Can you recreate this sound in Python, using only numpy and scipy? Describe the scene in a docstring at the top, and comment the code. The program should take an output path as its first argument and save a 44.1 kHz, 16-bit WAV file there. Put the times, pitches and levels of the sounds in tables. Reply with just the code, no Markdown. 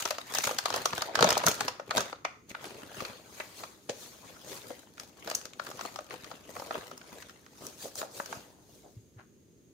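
"""A paper flour bag is pulled open on a kitchen counter: creases snap, the paper crumples and rubs, and
the counter takes a few dull bumps. Lifted, the bag knocks twice against a glass jug. Around four seconds
in, flour slides out with a soft hiss and two lumps plop into the jug. The empty bag crinkles and scuffs
more quietly as it is taken away, and two last bumps close the scene. All is heard from close by, in a
small, hard kitchen with a low hum."""
import sys
import numpy as np
from scipy import signal
from scipy.fft import rfft, irfft, next_fast_len
from scipy.io import wavfile
from scipy.ndimage import uniform_filter1d

SR = 44100
rng = np.random.default_rng(int(sys.argv[2]) if len(sys.argv) > 2 else 0)


def transcribe(signal):
    """Save signal, clipped to [-1, 1], as a 16-bit WAV file at the path in sys.argv[1]."""
    frames = np.atleast_2d(signal).T
    limited = np.clip(frames, -1, 1)
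    pcm = np.round(limited * 32767).astype(np.int16)
    wavfile.write(sys.argv[1], SR, pcm)


N = 429093

# resonances of the bag's air and walls: centre_hz, width_hz, level_db
BAG_RESONANCES = [(467, 35, -8), (615, 35, -4), (925, 70, -14), (1245, 180, -10)]
# the colour of rubbing paper: frequency_hz, level_db
RUB_SPECTRUM = [(40, -22.5), (110, -1.5), (500, 3), (1400, -9), (2700, -12), (4300, -8), (9000, -13),
                (15000, -16)]
# how the bag is held: time_s, grip (0 smooth rubbing, 1 creasing), left_over_right_db
HOLD = [(2, 0.65, 1.5), (2.8, 0.54, 2), (3.7, 0.06, 3), (4.9, 0.57, 3), (7.3, 0.51, 2.5), (7.8, 0.33, 2)]
LOW_HZ, HIGH_HZ = 950, 3500  # crossovers between the paper's body, crunch and sparkle
LEAD_S, LEAD_DB = .004, -19  # length and level of the soft lead-in heard just before each snap


def amp(db):
    """Decibels to gain."""
    return 10 ** (np.asarray(db) / 20)


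def unit(x):
    """x at rms 1."""
    return x / np.sqrt(np.mean(x ** 2) + 1e-20)


def along(points, hz):
    """(Hz, value) points read on a log axis."""
    f, v = np.transpose(points)
    return np.interp(np.log(hz + 1), np.log(f + 1), v)


def curves(rows):
    """One value per sample for each column after the time."""
    times, *columns = np.transpose(rows)
    return [np.interp(np.arange(N) / SR, times, column) for column in columns]


def below(hz, edge_hz, order=8):
    """Gain of a low-pass."""
    return 1 / np.sqrt(1 + (hz / edge_hz) ** order)


def above(hz, edge_hz, order=8):
    """Gain of a high-pass."""
    return np.sqrt(1 - below(hz, edge_hz, order=order) ** 2)


def resonant(hz, peaks):
    """Gain of (Hz, width, dB) resonances standing out of a flat response."""
    return 1 + sum(amp(db) / (1 + (2 * (hz - centre) / width) ** 2) for centre, width, db in peaks)


def filtered(x, gain):
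    """x through the causal filter that has this gain over frequency."""
    n = x.shape[-1]
    m = 2 * next_fast_len(n // 2 + 2048)
    cepstrum = irfft(np.log(np.maximum(gain(np.fft.rfftfreq(m, 1 / SR)), 1e-6)), m)
    cepstrum[1:m // 2] *= 2
    cepstrum[m // 2 + 1:] = 0
    return irfft(rfft(x, m) * np.exp(rfft(cepstrum)), m)[..., :n]


def spread(pair):
    """Two unrelated signals become left and right: narrow in the bass, wide in the treble."""
    # how alike the two channels are: frequency_hz, correlation
    likeness = [(250, 0.74), (600, 0.79), (1100, 0.067), (2200, 0.15)]
    mid = filtered(unit(pair[0]), lambda hz: np.sqrt(1 + along(likeness, hz)))
    side = filtered(unit(pair[1]), lambda hz: np.sqrt(1 - along(likeness, hz)))
    return np.array([mid + side, mid - side])


def noise(gain):
    """Stereo noise of rms 1 in this colour."""
    return unit(spread(filtered(rng.standard_normal((2, N)), gain)))


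def shifting_noise(gain, patchy_db):
    """Stereo noise of rms 1 whose resonances change from one small crease to the next."""
    spectra = signal.stft(noise(gain), nperseg=512)[2]
    patches = uniform_filter1d(rng.standard_normal(spectra.shape[1:]), size=5, axis=0)
    patches = unit(uniform_filter1d(patches, size=4, axis=1))
    return unit(signal.istft(spectra * amp(patchy_db * patches), nperseg=512)[1][:, :N])


def burst(gain, life_s, linger, slips_per_s=2200):
    """A transient: a soft lead-in, a few sharp slips and a scattered tail; energy of 10 ms at rms 1."""
    n, attack_s = 3000, .0007
    t = np.arange(n) / SR - LEAD_S
    slipping = rng.random(n) < slips_per_s / SR
    slipping[np.searchsorted(t, attack_s)] = True  # one slip always lands on the attack
    slips = slipping * rng.choice([-1, 1], (2, n)) * rng.uniform(0.4, 1, (2, n))
    slips *= np.exp(-abs(t) / life_s)
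    scatter = linger * rng.standard_normal((2, n)) * np.exp(-abs(t) / .012)
    swell = np.maximum(1 - np.exp(-t / attack_s), amp(LEAD_DB))
    return unit(spread(filtered((slips + scatter) * swell, gain))) * np.sqrt(.01 * SR / n)


def add(out, s, sound):
    """Mix a burst in so that its attack starts at time s, just after its lead-in."""
    out[:, round((s - LEAD_S) * SR):][:, :sound.shape[1]] += sound


def crinkle(per_s, scatter_db, life_s):
    """The envelope, rms 1, of many small creases of random size."""
    count = int(per_s * N / SR)
    sizes = amp(scatter_db * np.minimum(rng.exponential(size=count), 2.6))
    energy = np.bincount(rng.integers(0, N, count), sizes ** 2, N)
    return unit(np.sqrt(signal.lfilter([1], [1, -np.exp(-2 / (life_s * SR))], energy)))


def grain(grip):
    """Envelope of paper: gripped, it breaks into separate creases; loosely held, its fibres only rub."""
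    creases = crinkle(per_s=100, scatter_db=6, life_s=.003)
    fibres = crinkle(per_s=2500, scatter_db=2.5, life_s=.0012)
    return unit(np.hypot(grip * creases, (1 - grip) * fibres) / np.hypot(grip, 1 - grip))


def movement(peak_s, length_s, rise_share=0.39, swell_db=27, stop_db=27):
    """The envelope of one gesture: it swells and fades, dropping a further stop_db beyond its ends."""
    t = np.arange(N) / SR
    away = np.maximum((peak_s - t) / rise_share, (t - peak_s) / (1 - rise_share)) / length_s
    return amp(-swell_db * np.minimum(away, 10) - stop_db * np.clip(away - 1, 0, 2))


def room_tone():
    """A low hum of the room, faint hiss and a narrow band of high sizzle."""
    # the colour of the quiet room: frequency_hz, level_db
    hum_spectrum = [(25, -25.5), (58, -10), (120, -7.5), (400, -8.5), (750, -33), (5500, -35),
                    (12000, -39.5)]
    sizzle = noise(lambda hz: 1 / (1 + ((hz - 6520) / 300) ** 4))
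    hum = noise(lambda hz: amp(along(hum_spectrum, hz)))
    return amp(-61.0) * hum + amp(-80.5) * sizzle


def kitchen_reverb(x):
    """Hard walls answer with a short diffuse tail."""
    # how long the room rings: frequency_hz, t60_s
    decay_times = [(150, 0.16), (1500, 0.43), (6000, 0.37), (14000, 0.2)]
    hz, t, spectra = signal.stft(rng.standard_normal((2, SR // 2)), SR, nperseg=256)
    decay = amp(-60 * t / along(decay_times, hz)[:, None])
    tail = signal.istft(spectra * decay, SR, nperseg=256)[1]
    tail = np.pad(spread(tail), ((0, 0), (220, 0)))  # 5 ms of pre-delay
    return signal.fftconvolve(x, tail / np.linalg.norm(tail[0]), axes=1)[:, :N]


def counter_bumps():
    """A soft push on the counter gives a short, dull thud."""
    # pushes on the counter: start_s, level_db, pitch_hz
    pushes = [(1.206, -30, 147), (1.243, -29, 183), (1.455, -30.5, 159.8), (8.965, -40.5, 110),
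              (9.161, -46.5, 111.7)]
    out, t = np.zeros(N + SR), np.arange(SR // 4) / SR
    for start_s, level_db, pitch_hz in pushes:
        thud = np.sin(2 * np.pi * pitch_hz * t) * (1 - np.exp(-t / 0.0071)) * np.exp(-t / 0.014)
        out[round(start_s * SR):][:len(t)] += amp(level_db) * thud / thud.max()
    return out[:N]


def jug_clinks(ring_hz=2170, width_hz=910):
    """The glass jug gives a dull clink, smothered by the bag that leans on it."""
    # the bag knocks against the jug: start_s, level_db
    knocks = [(2.25, -32), (3.402, -36.5)]
    out = np.zeros((2, N + SR))
    ring = lambda hz: 1 / (1 + (2 * (hz - ring_hz) / width_hz) ** 2)
    for start_s, level_db in knocks:
        add(out, start_s, amp(level_db) * burst(ring, life_s=.003, linger=.06))
    return out[:, :N]


def flour_plops(hollow_hz=516, width_hz=126):
    """A lump of flour lands in the jug with a hollow thud and a short puff."""
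    # falling lumps: start_s, thud_db, puff_db
    lumps = [(3.893, -30, -36), (4.704, -37.5, -62)]
    out = np.zeros((2, N + SR))
    hollow = lambda hz: above(hz, 125, order=4) / np.hypot(1, 2 * (hz - hollow_hz) / width_hz)
    for start_s, thud_db, puff_db in lumps:
        thud = burst(hollow, life_s=0.0044, linger=0.029)
        puff = burst(lambda hz: above(hz, 1300, order=4) * below(hz, 6600), life_s=0.0093, linger=0.021)
        add(out, start_s, amp(thud_db) * thud + amp(puff_db) * puff)
    return out[:, :N]


def bag_scuffs():
    """Dry rubbing sticks and slips; each stroke sounds one broad, hollow resonance of the bag."""
    # the bag rubs on the hand and the jug: peak_s, length_s, level_db, ring_hz
    rubs = [(1.089, 0.15, -38, 740), (7.858, 0.055, -39.5, 540), (8.028, 0.28, -45, 628),
            (8.56, 0.48, -63.5, 850), (8.856, 0.13, -51.5, 600), (9.199, 0.1, -52, 1400)]
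    friction = noise(lambda hz: amp(along(RUB_SPECTRUM, hz)))
    slips = friction * crinkle(per_s=700, scatter_db=2, life_s=.002)
    ring = lambda x, hz: signal.lfilter(*signal.iirpeak(hz, Q=1, fs=SR), x)
    return sum(amp(level_db) * movement(peak_s, length_s) * unit(ring(ring(slips, ring_hz), ring_hz))
               for peak_s, length_s, level_db, ring_hz in rubs)


def rustle_levels():
    """Level rides in dB for flexing, crumpling and sliding, summed over all gestures and pours."""
    # pulls, squeezes and turns of the bag: peak_s, length_s, crumple_db, slide_over_crumple_db
    strokes = [(-0.018, 0.58, -37.5, -1.5), (0.366, 0.4, -36, -0.5), (0.475, 0.34, -36.5, 0.5),
               (0.763, 0.55, -36.5, -5), (0.971, 0.29, -38.5, -3), (1.268, 0.45, -30.5, -15),
               (1.484, 0.16, -33.5, 6), (1.614, 0.31, -40, -4), (1.978, 0.27, -35, -5.5),
               (2.505, 0.086, -48.5, 0), (2.654, 0.4, -45.5, -4), (2.792, 0.32, -51, -4),
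               (2.997, 0.66, -46, -2.5), (3.387, 0.73, -55, 4.5), (3.597, 0.45, -52.5, 4.5),
               (5.014, 0.35, -59, 4), (5.287, 0.6, -49, -2), (5.672, 0.5, -55.5, 4),
               (5.836, 0.64, -50.5, 2.5), (6.13, 0.17, -48, -3), (6.266, 0.95, -56.5, -0.5),
               (6.584, 0.64, -51, 1), (6.758, 0.62, -50, 0.5), (7.145, 1, -56.5, 1.5),
               (7.648, 0.6, -55.5, 6), (7.83, 0.23, -53.5, 12), (7.988, 0.14, -48.5, 12.5),
               (8.174, 0.31, -54.5, 10.5), (8.32, 0.51, -51.5, 2), (8.74, 0.92, -70, 10)]
    # flour running down the paper: peak_s, length_s, crumple_db, slide_over_crumple_db
    pours = [(4.022, 0.72, -56.5, 7.5), (4.282, 0.75, -56, 0), (4.525, 0.47, -48.5, 5),
             (4.693, 0.77, -57.5, 4)]
    # the full bag is stiff; opened and emptied, it flexes more: time_s, flex_over_crumple_db
    slackness = [(0.1, -12), (1.2, -1), (6.6, 2)]
    crumple = slide = 0
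    for peak_s, length_s, level_db, bright_db in strokes + pours:
        power = (amp(level_db) * movement(peak_s, length_s)) ** 2
        crumple += power
        slide += power * amp(bright_db) ** 2
    crumple_db, slide_db = 10 * np.log10([crumple, slide])
    return crumple_db + curves(slackness)[0], crumple_db, slide_db


def rustle_and_pour():
    """The bag's walls flex in the lows and crumple in the mids; paper and flour slide with a fine hiss."""
    flex_db, crumple_db, slide_db = rustle_levels()
    grip = curves(HOLD)[0]
    shared = grain(grip)
    texture = lambda: unit(np.hypot(shared, grain(grip)))  # some creases sound in every band, some in one
    rub = lambda hz: amp(along(RUB_SPECTRUM, hz))
    body = lambda hz: rub(hz) * resonant(hz, BAG_RESONANCES)
    flex = shifting_noise(lambda hz: body(hz) * below(hz, LOW_HZ), patchy_db=4)
    crumple = shifting_noise(lambda hz: rub(hz) * above(hz, LOW_HZ) * below(hz, HIGH_HZ), patchy_db=4.7)
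    slide = shifting_noise(lambda hz: rub(hz) * above(hz, HIGH_HZ, order=5), patchy_db=3.3)
    fine = unit(texture() ** np.minimum(grip + .45, 1))  # loose paper and flour hiss more smoothly
    return (amp(flex_db + 1.45) * flex * texture()
            + amp(crumple_db + 1.64) * crumple * texture()
            + amp(slide_db - 0.5) * slide * fine)


def crease_colour(tilt_db):
    """The gain curve of one crease: buckling paper, the bag, and the random modes of the nearest panel."""
    # the paper as it buckles: frequency_hz, level_db
    buckle_spectrum = [(40, -32), (150, -10), (400, -5), (700, 0), (1300, -3), (2100, -10), (4200, -10),
                       (10000, -22), (15000, -22)]
    modes_hz = np.array([620, 1350, 5200]) * np.exp(.16 * rng.standard_normal(size=3))
    panel = [(hz, hz / q, 2.5) for hz, q in zip(modes_hz, [9, 6, 7])]
    sheet = lambda hz: amp(along(buckle_spectrum, hz)) * resonant(hz, BAG_RESONANCES)
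    tilt = lambda hz: amp(tilt_db * np.log2(1 + np.minimum(hz, 7000) / 1500))
    return lambda hz: sheet(hz) * resonant(hz, panel) * tilt(hz)


def crease_snaps():
    """A crease buckles in three layers: a low panel thump, a midrange crack and a treble tick."""
    # the clearest creases: start_s, crack_db, thump_over_crack_db, tick_over_crack_db
    creases = [(0.0538, -30.5, -3, -1.5), (0.1066, -33, 3, 1), (0.183, -37.5, -1.5, -4),
               (0.349, -40, 3, 10.5), (0.384, -32.5, -1.5, 4), (0.439, -34.5, -9, 4),
               (0.4718, -33, -4.5, -5.5), (0.5105, -39.5, 7, -2), (0.5857, -29.5, -8.5, 1.5),
               (0.6563, -27.5, -5, -3), (0.7031, -37, 1.5, 0), (0.7403, -31.5, 1.5, -2.5),
               (0.761, -43.5, 11.5, 9), (0.8563, -25.5, -5, -1), (0.931, -31, -12, -10.5),
               (1.0202, -30.5, -8.5, -1.5), (1.1537, -24.5, -8, -5), (1.1902, -24.5, -5, -11),
               (1.2078, -28.5, 4.5, -1), (1.225, -18, -1.5, -5.5), (1.243, -24, 5.5, -3.5),
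               (1.289, -30.5, 1, 2), (1.3045, -26, -14, 1.5), (1.326, -31.5, -2.5, -0.5),
               (1.368, -35, 10, -12), (1.3765, -34, 0, 5), (1.4368, -28.5, -3.5, -12),
               (1.4653, -29.5, 0, 7), (1.473, -21, -13, -18), (1.607, -29, -1.5, -3.5),
               (1.6812, -28, -9.5, -4.5), (1.797, -41, 4.5, -11.5), (1.908, -28, -11, -8.5),
               (1.9699, -31.5, -1, -1), (1.9786, -28.5, 2, -1), (2.005, -34.5, -4, -0.5),
               (2.128, -38, -1, -12), (2.249, -30, -4.5, -9), (2.548, -36, -15, -15),
               (3.004, -35.5, -14, -9.5), (3.05, -39.5, -17.5, -3), (3.4, -41.5, 3.5, -4.5),
               (3.636, -40.5, -5, -8), (4.9791, -48, -15, -8), (4.9976, -46, -27, 3.5),
               (5.245, -55, -16, -5), (5.274, -39.5, -12, -4), (5.2994, -45, -3, 8),
               (5.3125, -36, -1.5, -2.5), (5.3495, -45.5, -21, 18.5), (5.4136, -52, -18.5, 1),
               (5.454, -45.5, -30, 1.5), (5.534, -51.5, -17.5, -2.5), (5.596, -32.5, -11.5, -12.5),
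               (5.667, -40.5, -14, -8.5), (5.713, -42, -9.5, -8.5), (5.792, -40, -8, -9),
               (5.81, -39, -3, -4.5), (5.85, -41.5, 4.5, -7), (5.959, -40, -10, -4.5),
               (5.988, -39.5, -0.5, -10.5), (6.1071, -41.5, -18, -12.5), (6.2438, -45.5, -20, -5),
               (6.314, -43.5, -0.5, -7.5), (6.5647, -39.5, -9, -21), (6.597, -49, 9, 2),
               (6.62, -47.5, 7, -27), (6.7081, -31.5, -3.5, -16.5), (6.7523, -38, 2, -23),
               (6.9133, -44, -3, -9.5), (6.977, -57.5, -7, 9), (7.0133, -49, -20, -8),
               (7.224, -47, -25, -5), (7.295, -49, -24, -6.5), (7.4635, -53.5, -21.5, -8),
               (7.667, -54.5, -20, 14), (7.955, -53, 3, 11.5), (8.0144, -37.5, -1, -9),
               (8.028, -42.5, 6, -13), (8.199, -33.5, -4, -20), (8.259, -48, -14, 3.5),
               (8.326, -36.5, -7, -11)]
    out = np.zeros((2, N + SR))
    for start_s, crack_db, depth_db, bright_db in creases:
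        thump_db, tick_db = crack_db + depth_db, crack_db + bright_db
        size = np.clip(1 + (max(crack_db, thump_db) + 40) / 25, .6, 1)  # faint creases die away sooner
        tilt_db = np.clip(.3 * (bright_db + 4), -4, 4)  # a dull pop loses treble, a thin tick keeps it
        crack_low_hz = LOW_HZ * amp(np.clip(-depth_db - 12, 0, 4))  # thinner with no panel behind it
        crack_top_hz = HIGH_HZ * amp(min(tilt_db, 0))
        tick_low_hz, tick_top_hz = HIGH_HZ * amp(max(tilt_db, 0)), 11000 * amp(2 * tilt_db)
        colour = crease_colour(tilt_db)
        thump = burst(lambda hz: colour(hz) * above(hz, 360, order=3) * below(hz, LOW_HZ),
                      life_s=.0036 * size, linger=.016)
        crack = burst(lambda hz: colour(hz) * above(hz, crack_low_hz) * below(hz, crack_top_hz),
                      life_s=.0036 * size, linger=.014)
        tick = burst(lambda hz: colour(hz) * above(hz, tick_low_hz) * below(hz, tick_top_hz, order=4),
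                     life_s=.0028 * size, linger=.015)
        add(out, start_s, amp(thump_db) * thump + amp(crack_db) * crack + amp(tick_db) * tick)
    return out[:, :N]


def scene():
    """Bag and jug sit a little left, furthest during the pour, and feed the reverb; the bumps stay dry."""
    pan_db = curves(HOLD)[1]
    action = crease_snaps() + rustle_and_pour() + bag_scuffs() + flour_plops() + jug_clinks()
    action *= amp([pan_db / 2, -pan_db / 2])
    return action + amp(-11.5) * kitchen_reverb(action) + counter_bumps() + room_tone()


def record(dry):
    """The microphone ports colour the treble; a low cut and a steep high cut limit the band."""
    # resonances of the ports: centre_hz, width_hz, level_db
    ports = [(6525, 500, 0.5), (14630, 1100, -16)]
    coloured = filtered(dry, lambda hz: resonant(hz, ports) * above(hz, 51, order=6))
    m = next_fast_len(N + 4096)
    high_cut = below(np.fft.rfftfreq(m, 1 / SR), 15600, order=160)
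    return irfft(rfft(coloured, m) * high_cut, m)[:, :N]


dry = scene()
out = record(dry)
transcribe(out)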